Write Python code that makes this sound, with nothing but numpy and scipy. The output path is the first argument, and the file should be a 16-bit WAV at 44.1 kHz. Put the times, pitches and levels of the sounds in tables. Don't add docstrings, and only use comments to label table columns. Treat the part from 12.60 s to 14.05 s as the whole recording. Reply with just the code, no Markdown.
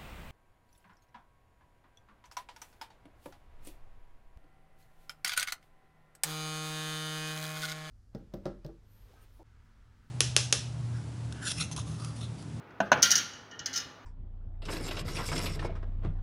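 import sys
import numpy as np
from scipy import signal
from scipy.fft import rfft, irfft, next_fast_len
from scipy.io import wavfile
from scipy.ndimage import uniform_filter1d

SR = 44100
rng = np.random.default_rng(int(sys.argv[2]) if len(sys.argv) > 2 else 0)


def inscribe(sig):
    pcm = np.round(np.clip(np.atleast_2d(sig).T, -1, 1) * 32767)
    wavfile.write(sys.argv[1], SR, pcm.astype(np.int16))


N = 63945
T = np.arange(N) / SR

# start_s, level_db, place (0 edge, 1 seat), crack_db, catch_db, room_db
KNOCKS = [(.2030, -18, 0, -9, -17, -12.5), (0.3173, -10.5, 0.92, -8.5, -7.5, -9),
          (0.3262, -22.5, 0.3, 6.5, -6.5, -6)]
# freq_hz, edge_db, seat_db, t60_s
CASE_MODES = [(137, -29, -22, .4), (199.2, -10, -33, 0.23), (260.5, -7.5, -10.5, 0.066),
              (406, -16, -12.5, 0.025), (491, -33.5, -33, 0.21), (618, -37, 0, 0.061),
              (667, -4, -23.5, 0.14), (722, 7, 3, 0.031), (846, -10.5, -10, 0.14), (961, -0.5, 3.5, 0.044),
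              (1046, -11.5, -3.5, 0.048), (1505, -9.5, -4, 0.065), (1517, -1, 0.5, 0.034)]
# freq_hz, gain_db
CRACK_SPECTRUM = [(40, -34), (150, -13), (600, -15.5), (1600, 3.5), (2100, -9.5), (2800, -1.5),
                  (3500, -12.5), (4200, -10.5), (4700, -23.5), (6400, -11.5), (7800, -38.5), (9000, -50),
                  (16000, -54)]
# freq_hz, gain_db
CATCH_SPECTRUM = [(1000, -40), (4700, -35), (5300, 2), (5700, -18), (6100, 2), (6500, -1), (7100, -21),
                  (7900, -37.5), (9000, -29.5), (16000, -29)]
# freq_hz, gain_db
THUD_SPECTRUM = [(40, -44.5), (110, 2), (260, -1.5), (380, -6.5), (600, 5.5), (1000, -5), (1500, 1.5),
                 (2100, -12.5), (2900, -15.5), (3600, -21), (6400, -19.5), (7700, -53), (9000, -55.5),
                 (16000, -55.5)]

# start_s, level_db, place (0 body, 1 handle), treble_db, ring_db, panel_db, room_db
CLICKS = [(.107, -74, 0, -14, -33, 3, -14), (0.4223, -26, 0, 7, -8, -26, -5),
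          (0.4266, -12.5, 0, 2, -0.5, -5, -2), (0.5051, -21, 0.13, 1.5, -11, -13, -19),
          (.514, -17, 0.68, 2, -1, -1, -4), (.5205, -24, 0, 2.5, 7, -4, -5.5),
          (0.5538, -19.5, 0.27, 0.5, 2, -4.5, -6.5), (0.5608, -29.5, 0, 3, 14, -7, -4),
          (0.5778, -25, 0, 0.5, -10, -2, -13), (0.5829, -29.5, 0.32, -0.5, -13, -18, 1.5),
          (0.733, -46, 0.44, -13, -8, 6, 3.5), (.911, -50.5, 0.53, -17, -7.5, 15, 1.5),
          (0.9916, -37.5, 0.37, -16, -11, 5, -5), (1.0586, -27.5, 1, -5, -11, -4.5, -5),
          (1.1297, -38, 0.89, -7, -6, -11, 3), (1.1366, -34.5, 0.31, -2, 6, 4.5, -0.5),
          (1.148, -40, 0.77, -2, -7, -0.5, -1), (1.1591, -29.5, 1, -1, -2, -2, -7),
          (1.166, -35.5, 0.58, 2.5, -7, -3, -21), (1.175, -28, 0.9, -1.5, -14, -3.5, -4.5),
          (1.201, -38, 1, -12, -19, 2, -9)]
# freq_hz, gain_db
TICK_SPECTRUM = [(300, -30), (2500, -12.5), (4500, -3.5), (6200, 0.5), (7300, -10), (7900, -30),
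                 (8600, -13), (14200, -13), (16000, -14.5)]
# freq_hz, level_db, t60_s
SNAP_MODES = [(5710, 3, 0.029), (6170, 0, 0.039), (6470, -4, 0.066)]
# freq_hz, gain_db
CLATTER_SPECTRUM = [(30, -62.5), (100, -12.5), (250, -15), (900, -25.5), (1500, -12), (2400, -16),
                    (3200, -14), (3700, -9.5), (5000, -2.5), (6100, 0.5), (6800, -4.5), (7400, -12.5),
                    (7900, -31.5), (9000, -67)]
# freq_hz, gain_db
TREBLE_SPECTRUM = [(6500, -50), (7900, -10.5), (8400, -1), (9800, -5), (10400, -9), (10950, -0.5),
                   (11900, -10.5), (14100, -4.5), (15300, -2), (16200, -25)]
# freq_hz, body_db, handle_db, t60_s
PART_MODES = [(4090, -33, -30, .22), (4425, -32, -40, .25), (4471, -30, -37, .36), (4604, -31, -35, .25),
              (4850, -27, -40, .13), (5184, -22, -36, .24), (5512, -34, -22, .14), (5638, -18, -31, .18),
              (5714, -23, -32, .2), (5812, -24, -22, .2), (6022, -23, -24, .12), (6213, -19, -28, .17),
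              (6500, -25, -22, .16), (6690, -23, -20, .2)]
# freq_hz, body_db, handle_db, peak_s
PANEL_MODES = [(1398, -10, -25.5, 0.019), (1586, -30, -22, 0.017), (1664, -28, -24.5, 0.028),
               (1794, -24, -14.5, 0.023), (1879, -15.5, -20, .014), (2383, -25, -37, 0.0064),
               (2917, -18.5, -16.5, 0.016), (2964, -10, -14.5, 0.0058), (3078, -20, -16.5, .007),
               (3193, -12.5, -36, .014)]
# start_s, pitch_hz, level_db, t60_s
PINGS = [(.5535, 5667, -39, .55), (1.1585, 5208, -30, .23), (1.18, 1175, -57, 2.5)]

# start_s, level_db
BUMPS = [(.132, -49), (.45, -45), (.54, -44), (.992, -48), (1.005, -42), (1.258, -42)]
# freq_hz, level_db, t60_s
BUMP_MODES = [(80, 1, .055), (135, 4, .05), (200, 0, .035), (270, 1, .04)]
# freq_hz, gain_db
TAP_SPECTRUM = [(300, -15), (900, -21), (1450, 16), (2200, -13), (6000, -19), (9000, -53)]
# start_s, pitch_hz, level_db, peak_s
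DRAG = (1.075, 265, -52, .04)

# freq_hz, t60_s
ROOM_DECAY = [(120, 1), (500, 0.64), (1500, 0.69), (3000, 0.72), (6000, 0.63), (10000, 0.54), (16000, 0.28)]
# freq_hz, gain_db
REVERB_SPECTRUM = [(100, 5.5), (600, -0.5), (1500, 3.5), (3000, 4), (6000, -12.5), (10000, -5.5),
                   (16000, -8)]
# freq_hz, gain_db
ROOM_TONE_SPECTRUM = [(15, -50), (25, -24), (43, -9), (114, -4.5), (489, -6), (560, -10), (641, -6.5),
                      (775, -11), (840, -8.5), (1100, -9.5), (1190, -7.5), (2610, -20), (6210, -39),
                      (8140, -49), (16000, -46)]
# pitch_hz, level_db
HUM_TONES = [(104, -62), (256, -63.5), (828, -64.5), (1464, -64.5)]


def cover_knocks(rise_s=0.0012, knock_low_hz=132, wall_delay_s=0.04):
    out = np.zeros(N)
    bass_cut = signal.butter(2, knock_low_hz, "high", fs=SR, output="sos")
    for start_s, level_db, place, crack_db, catch_db, room_db in KNOCKS:
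        body = ring_in_phase(struck_at(CASE_MODES, place))
        crack = amp(crack_db) * noise(CRACK_SPECTRUM) * fade(t60_s=0.052)
        catch = amp(catch_db + 2) * noise(CATCH_SPECTRUM) * fade(t60_s=0.019)
        knock = signal.sosfilt(bass_cut, (body + crack + catch) * rise(rise_s))
        wall_echo = amp(-15.5) * at(wall_delay_s, noise(THUD_SPECTRUM) * swell(peak_s=0.023))
        thud = noise(THUD_SPECTRUM) * fade(t60_s=0.03)
        out += amp(level_db) * at(start_s, knock + amp(room_db) * (reverb(thud) + wall_echo))
    return out


def part_clicks(rise_s=0.0012):
    out = np.zeros(N)
    for start_s, level_db, place, treble_db, ring_db, panel_db, room_db in CLICKS:
        overtones = amp(1.5) * noise(CLATTER_SPECTRUM)
        treble = amp(treble_db - 14) * noise(TREBLE_SPECTRUM)
        clatter = (overtones + treble) * fade(t60_s=0.057)
        snap = (clatter + ring_scattered(SNAP_MODES, scatter_db=1.5)) * rise(rise_s)
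        parts = amp(ring_db) * ring_scattered(struck_at(PART_MODES, place), scatter_db=4) * rise(rise_s)
        panels = amp(panel_db) * cabinet_panels(place)
        tick = amp(treble_db - 10.5) * noise(TICK_SPECTRUM) * fade(t60_s=0.0056)
        room = amp(room_db) * reverb(snap + amp(-8.5) * panels)
        out += amp(level_db) * at(start_s, tick + snap + parts + panels + room)
    return out


def cabinet_panels(place):
    return sum(amp(db) * swell(peak_s) * cluster(hz) for hz, db, peak_s in struck_at(PANEL_MODES, place))


def metal_pings(rise_s=0.001):
    return sum(at(start_s, ring_in_phase([mode]) * rise(rise_s)) for start_s, *mode in PINGS)


def fingers(bump_rise_s=0.0037, tap_start_s=0.1068):
    bump = ring_in_phase(BUMP_MODES) * rise(bump_rise_s)
    bumps = sum(amp(level_db) * at(start_s, bump) for start_s, level_db in BUMPS)
    tap = amp(-44) * at(tap_start_s, noise(TAP_SPECTRUM) * fade(t60_s=0.023))
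    start_s, pitch_hz, level_db, peak_s = DRAG
    drag = at(start_s, amp(level_db) * swell(peak_s) * tone(pitch_hz))
    return bumps + tap + drag


def reverb(x, early_db=7.5, early_t60_s=0.2, rise_s=0.011):
    hz, t, noise_stft = signal.stft(rng.standard_normal(SR), SR, nperseg=256)
    decay = fade(along(ROOM_DECAY, hz)[:, None], t) + amp(early_db) * fade(early_t60_s, t)
    colour = amp(along(REVERB_SPECTRUM, hz))[:, None]
    response = signal.istft(noise_stft * decay * colour, SR, nperseg=256)[1][:SR]
    response *= rise(rise_s, T[:SR])
    return signal.fftconvolve(x, response / np.linalg.norm(response))[:N]


def room_tone(noise_db=-54):
    return amp(noise_db) * noise(ROOM_TONE_SPECTRUM) + sum(amp(db) * tone(hz) for hz, db in HUM_TONES)


def struck_at(modes, place):
    return [(hz, db0 + place * (db1 - db0), time_s) for hz, db0, db1, time_s in modes]


def ring_in_phase(modes):
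    return sum(amp(db) * fade(t60_s) * np.sin(2 * np.pi * hz * T) for hz, db, t60_s in modes)


def ring_scattered(modes, scatter_db):
    return sum(amp(db + scatter_db * rng.normal()) * fade(t60_s) * tone(hz) for hz, db, t60_s in modes)


def cluster(centre_hz, spread_hz=34.2):
    drift = uniform_filter1d(rng.standard_normal(N), size=256)
    pitch_hz = centre_hz + spread_hz * drift / drift.std()
    return np.sin(2 * np.pi * (np.cumsum(pitch_hz) / SR + rng.random()))


def tone(hz):
    return np.sin(2 * np.pi * (hz * T + rng.random()))


def noise(spectrum):
    size = next_fast_len(N + 8192)
    gain = amp(along(spectrum, np.fft.rfftfreq(size, 1 / SR)))
    x = irfft(rfft(rng.standard_normal(size)) * gain, size)[:N]
    return x / x.std()


def along(points, hz):
    points_hz, values = np.transpose(points)
    return np.interp(np.log(hz + 1), np.log(points_hz + 1), values)


def amp(db):
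    return 10 ** (np.asarray(db) / 20)


def fade(t60_s, t=T):
    return np.exp(-np.log(1000) * t / t60_s)


def rise(rise_s, t=T):
    return 1 - np.exp(-t / rise_s)


def swell(peak_s):
    return (T / peak_s * np.exp(1 - T / peak_s)) ** 2


def at(start_s, x):
    return np.pad(x, (round(start_s * SR), 0))[:N]


def scene():
    return (cover_knocks() + part_clicks() + metal_pings() + fingers() + room_tone())[None]


def record(dry, low_hz=56.6, top_hz=16000):
    bass_cut = signal.butter(2, low_hz, "high", fs=SR, output="sos")
    band_limit = signal.ellip(10, 0.1, 80, top_hz, fs=SR, output="sos")
    return signal.sosfilt(band_limit, signal.sosfilt(bass_cut, dry))


dry = scene()
out = record(dry)
inscribe(out)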